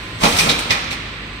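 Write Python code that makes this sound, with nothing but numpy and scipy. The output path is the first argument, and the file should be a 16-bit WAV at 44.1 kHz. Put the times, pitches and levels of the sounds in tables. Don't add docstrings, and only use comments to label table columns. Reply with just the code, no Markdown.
import sys
import numpy as np
from scipy import signal
from scipy.fft import rfft, irfft
from scipy.io import wavfile

SR = 44100
rng = np.random.default_rng(int(sys.argv[2]) if len(sys.argv) > 2 else 0)


def output_pcm(signal):
    pcm = np.clip(np.atleast_2d(signal).T, -1, 1) * 32767
    wavfile.write(sys.argv[1], SR, np.round(pcm).astype(np.int16))


N = 61739

# frequency in Hz, relative density in dB.
WHIRR_SPECTRUM_DB = [(15, -22), (45, 0), (110, 2.5), (280, -4.5), (450, -12.5), (760, -19), (1100, -14.5),
                     (1500, -12), (2100, -8.5), (3200, -13.5), (4200, -16.5), (5200, -28), (7200, -34),
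                     (8000, -26), (9500, -50), (11400, -42), (12100, -37), (12900, -53), (16000, -49)]
# frequency in Hz, level in dB.
HUM_LINES = [(51.2, -38), (103, -40), (1030, -53.5), (1157, -54.5), (1906, -52), (7903, -64)]
# frequency in Hz, T60 in seconds.
HALL_T60_S = [(60, 1.1), (250, 1.5), (750, 0.89), (1200, 2.4), (2300, 2.12), (4500, 1.36), (8000, 0.71),
              (16000, 0.6)]
# frequency in Hz, left-right coherence from 0 to 1.
PORT_COHERENCE = [(30, .995), (300, 0.97), (520, 0.78), (1200, 0.053), (3000, 0.045), (16000, .03)]
# frequency in Hz, gain in dB.
LEFT_PORT_DB = [(100, -4), (700, 3.5), (1250, 2), (2000, -4.5), (4000, 2.5), (7300, -1.5), (8500, 5.5),
                (9600, 1), (12000, 1), (16000, -2.5)]
RIGHT_PORT_DB = [(100, -4.5), (700, 3), (1900, 3), (4000, 2.5), (6800, 2.5), (7600, -5.5), (8400, -23),
                 (9200, -14), (12000, -4.5), (16000, 2.5)]
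# frequency in Hz, gain in dB.
DIRECT_PATH_DB = [(450, -1), (1000, -2), (4000, 0), (10000, -8.5)]
SCATTERED_PATH_DB = [(150, -14.5), (450, -5), (1000, -2), (4000, -1), (10000, 1)]
# time in seconds, level in dB.
CARRIAGE_ENVELOPE_DB = [(0, -74), (.2, -34.5), (.26, -24.5), (.35, -30.5), (.41, -30.5), (.48, -21.5),
                        (.6, -37.5), (.8, -44.5), (1.05, -46.5), (1.4, -54)]
WIRE_ENVELOPE_DB = [(0, -46), (.17, -51.5), (.21, -31), (.24, -22.5), (.33, -25.5), (.36, -25.5),
                    (.435, -22.5), (.47, -30.5), (.53, -29), (.57, -37.5), (.68, -44), (.8, -46),
                    (1.05, -76)]
# frequency in Hz, relative density in dB.
CARRIAGE_SPECTRUM_DB = [(30, -26), (110, -6.5), (155, 0), (260, -11), (480, -8), (850, -20), (3000, -44)]
WIRE_SPECTRUM_DB = [(200, -18), (900, -9.5), (2400, 0), (4200, -5), (5700, -7.5), (8000, -7.5),
                    (11000, -13.5), (16000, -23.5)]
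FRAME_SPECTRUM_DB = [(30, -15), (70, -12), (125, -7.5), (200, 1.5), (280, -0.5), (400, -12.5), (900, -48.5)]
PANEL_SPECTRUM_DB = [(150, -14), (300, -11), (480, -2.5), (750, 2), (1120, -2), (1400, -3.5), (6000, -56)]
STEEL_SPECTRUM_DB = [(600, -33.5), (1250, -8.5), (1700, -5), (2350, 1), (3000, -2.5), (4100, -3.5),
                     (4900, -7.5), (5650, -10), (7000, -12.5), (10000, -22), (16000, -30.5)]
EDGE_SPECTRUM_DB = [(2000, -19), (4000, 1.5), (5600, -2.5), (7000, -3.5), (8600, 0.5), (11000, -7.5),
                    (16000, -13)]
# start in seconds, frequency in Hz, level in dB, decay in seconds.
CARRIAGE_STOPS = [(0.211, 41.4, -27, 0.03), (0.337, 92.5, -24, 0.0087), (0.698, 100, -23.5, 0.01)]
# start in seconds, level in dB, pitch in Hz.
LATCH_TICKS = [(.325, -17, 4200), (0.515, -11, 3830), (.59, -17, 8700), (.706, -10, 5000),
               (0.842, -25, 6660), (0.924, -28, 8400)]
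# frequency in Hz, relative level in dB, T60 in seconds.
MACHINE_MODES = [(155.5, -3, 0.23), (286.5, -8.5, 0.18), (473.6, -11.5, 0.31), (882, -14, .3),
                 (1060, -7, .35), (1300, -11, 0.22), (1945, 0.5, 0.13), (2320, -3.5, 0.21), (2430, 3, 0.21),
                 (3268, -8, 0.36), (3800, -7, 0.28), (5540, 3, 0.13)]
# start in seconds, lower mode in Hz, level in dB, T60 in seconds.
SINGING_PARTS = [(0.235, 202, -14, 0.16), (.387, 5590, -18, 0.1), (0.496, 2356, -20, .33),
                 (0.707, 2000, -29, 0.29), (0.709, 1270, -26, 0.52)]
# start, rise and chatter decay in seconds; frame thud, panel clank,
# steel clash and bright edge levels in dB; pitch of the struck part in Hz.
STROKE_BLOWS = [(.211, .004, 0.03, -34, -26, -34, -35, 1880),
                (.228, 0.0092, 0.018, -17, -14, -15, -25, 2410),
                (0.251, 0.0036, 0.013, -15, -17, -14.5, -38, 2520),
                (0.274, 0.0023, 0.011, -22, -24.5, -27, -47, 1700),
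                (0.361, 0.0056, 0.026, -33.5, -33, -28.5, -22.5, 3900),
                (.384, 0.0043, 0.019, -38, -33.5, -13.5, -17, 2490),
                (.445, 0.024, 0.036, -22.5, -25, -29.5, -34.5, 2350),
                (0.488, 0.0023, 0.018, -27.5, -31.5, -12.5, -32, 3710),
                (.587, 0.0026, 0.01, -44, -30.5, -30, -26, 2400),
                (0.693, 0.0065, 0.022, -32.5, -30, -21.5, -44, 1966),
                (0.7046, 0.0022, 0.015, -27, -25.5, -12, -39, 1990),
                (0.741, 0.0014, 0.031, -40, -30, -26.5, -50, 1900),
                (0.903, 0.007, 0.013, -45, -40, -24.5, -34.5, 2525),
                (.922, 0.0065, 0.008, -47, -34.5, -25.5, -46, 2520)]

EVENT_LENGTH_S = 0.25


def amp(db):
    return 10 ** (np.asarray(db) / 20)


def unit_rms(x):
    return x / np.sqrt(np.mean(x ** 2) + 1e-20)


def at_hz(points, hz):
    table_hz, values = np.transpose(points)
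    return np.interp(np.log(hz + 1), np.log(table_hz + 1), values)


def envelope(points):
    return amp(np.interp(np.arange(N) / SR, *np.transpose(points)))


def add(mix, start_s, sound):
    span = mix[round(start_s * SR):][:len(sound)]
    span += sound[:len(span)]


def colour(x, points, size=4096):
    log_gain = np.log(amp(at_hz(points, abs(np.fft.fftfreq(size, 1 / SR)))))
    response = np.exp(np.conj(signal.hilbert(log_gain)))
    taps = np.fft.ifft(response).real[:size // 2]
    return signal.fftconvolve(x, taps)[:len(x)]


def resonate(x, hz, width_hz):
    b, a = signal.iirpeak(hz, hz / width_hz, SR)
    return signal.lfilter(b, a, signal.lfilter(b, a, x))


def diffuse(pair):
    a, b = rfft(pair)
    coherence = np.clip(at_hz(PORT_COHERENCE, np.fft.rfftfreq(N, 1 / SR)), 0, 1)
    return irfft(np.array([a, coherence * a + np.sqrt(1 - coherence ** 2) * b]), N)


def contacts(per_s, spread_db, samples=N):
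    hits = rng.random(samples) < per_s / SR
    signs = rng.choice([-1, 1], samples)
    return hits * signs * amp(spread_db * np.clip(rng.standard_normal(samples), -2, 2))


def motors(whirr_db=-30.5, drift_db_per_s=-1.02, waver=0.46, waver_hz=6):
    t, hz = np.arange(N) / SR, np.fft.rfftfreq(N, 1 / SR)
    whirr = irfft(rfft(rng.standard_normal((2, N))) * amp(at_hz(WHIRR_SPECTRUM_DB, hz)), N)
    out = unit_rms(diffuse(whirr)) * amp(whirr_db + drift_db_per_s * t)
    lowpass = np.exp(-hz / waver_hz)
    for line_hz, db in HUM_LINES:
        swell, sway = (unit_rms(irfft(rfft(rng.standard_normal(N)) * lowpass, N)) for _ in range(2))
        tone = np.sin(2 * np.pi * line_hz * t + waver * sway)
        out += amp(db) * np.sqrt(2) * (1 + waver * swell) * tone
    return out


def reflections(x, t60_points, size=256):
    hz, t, noise = signal.stft(diffuse(rng.standard_normal((2, N))), SR, nperseg=size)
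    fade = amp(-60 * t / at_hz(t60_points, hz)[:, None])
    tail = signal.istft(noise * fade, SR, nperseg=size)[1][:, :N]
    return signal.fftconvolve(x[None], tail / np.linalg.norm(tail[0]), axes=1)[:, :N]


def drive_whistle(peak_s=0.17, half_width_s=0.045, hz=8040, db=-46):
    t = np.arange(N) / SR
    return amp(db) * np.exp(-((t - peak_s) / half_width_s) ** 2) * np.sin(2 * np.pi * hz * t)


def carriage_rumble():
    jolts = contacts(per_s=640, spread_db=8)
    return envelope(CARRIAGE_ENVELOPE_DB) * unit_rms(colour(jolts, CARRIAGE_SPECTRUM_DB))


def carriage_thumps():
    out = np.zeros(N)
    for start_s, hz, db, decay_s in CARRIAGE_STOPS:
        t = np.maximum(np.arange(N) / SR - start_s, 0)
        shape = t / decay_s * np.exp(1 - t / decay_s)
        out += amp(db) * np.sqrt(2) * shape * np.sin(2 * np.pi * hz * t)
    return out


def wire_scrape():
    grains = contacts(per_s=5600, spread_db=2)
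    return envelope(WIRE_ENVELOPE_DB) * unit_rms(colour(grains, WIRE_SPECTRUM_DB))


def latch_ticks(decay_s=0.0025):
    t, out = np.arange(0, EVENT_LENGTH_S, 1 / SR), np.zeros(N)
    shape = np.exp(-t / decay_s)
    for start_s, db, hz in LATCH_TICKS:
        snap = resonate(shape * rng.choice([-1, 1], len(t)), hz, width_hz=2600)
        add(out, start_s, amp(db) * np.sqrt(np.mean(shape ** 2)) * unit_rms(snap))
    return out


def machine_ring(x, gain_db=-10.5):
    t, modes = np.arange(N) / SR, np.zeros((2, N))
    for hz, db, t60_s in MACHINE_MODES:
        tone = np.sin(2 * np.pi * (hz * t + rng.random((2, 1))))
        modes += amp(db) * unit_rms(amp(-60 * t / t60_s) * tone)
    response = diffuse(modes) / np.sqrt(N * len(MACHINE_MODES))
    return amp(gain_db) * signal.fftconvolve(x[None], response, axes=1)[:, :N]


def singing_parts():
    t, out = np.arange(N) / SR, np.zeros(N)
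    for start_s, hz, db, t60_s in SINGING_PARTS:
        beat_hz = 27.6 * rng.uniform(0.41, 2.05)
        pair = np.sin(2 * np.pi * hz * t) + 0.5 * np.sin(2 * np.pi * (hz + beat_hz) * t)
        add(out, start_s, amp(db) * amp(-60 * t / t60_s) * pair)
    return out


def blows(part_db=-3):
    t, out = np.arange(0, EVENT_LENGTH_S, 1 / SR), np.zeros(N)
    for start_s, rise_s, decay_s, frame_db, panel_db, steel_db, edge_db, part_hz in STROKE_BLOWS:
        shape = np.minimum(t / rise_s, 1) * np.exp(-np.maximum(t - rise_s, 0) / decay_s)
        frame, panel, steel, edge, part = (
            shape * contacts(per_s=3200, spread_db=3, samples=len(t)) for _ in range(5))
        thud = amp(frame_db) * unit_rms(colour(frame, FRAME_SPECTRUM_DB))
        clank = amp(panel_db) * unit_rms(colour(panel, PANEL_SPECTRUM_DB))
        pitched = amp(part_db) * unit_rms(resonate(part, part_hz, width_hz=850))
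        clash = amp(steel_db) * unit_rms(unit_rms(colour(steel, STEEL_SPECTRUM_DB)) + pitched)
        bright = amp(edge_db) * unit_rms(colour(edge, EDGE_SPECTRUM_DB))
        add(out, start_s, np.sqrt(np.mean(shape ** 2)) * (thud + clank + clash + bright))
    return out


def scene(right_lag_s=0.0005, scatter_t60_s=0.1, hall_db=-5):
    exposed = blows() + latch_ticks() + wire_scrape() + carriage_rumble()
    hidden = blows() + wire_scrape()
    left = colour(exposed, DIRECT_PATH_DB) + carriage_thumps() + singing_parts()
    right = np.pad(left, (round(right_lag_s * SR), 0))[:N]
    scattered = reflections(colour(hidden, SCATTERED_PATH_DB), [(1, scatter_t60_s)])
    hall = (reflections(exposed, HALL_T60_S) + reflections(hidden, HALL_T60_S)) / np.sqrt(2)
    machine = np.array([left, right]) + scattered + machine_ring(exposed) + drive_whistle()
    return machine + amp(hall_db) * hall + motors()


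def record(dry, ceiling=0.9, cutoff_hz=15750):
    ports = np.array([colour(dry[0], LEFT_PORT_DB), colour(dry[1], RIGHT_PORT_DB)])
    limited = ports / (1 + (ports / ceiling) ** 8) ** (1 / 8)
    lowpass = signal.firwin(511, cutoff_hz, window=("kaiser", 9), fs=SR)
    return signal.oaconvolve(limited, lowpass[None], "same")


dry = scene()
out = record(dry)
output_pcm(out)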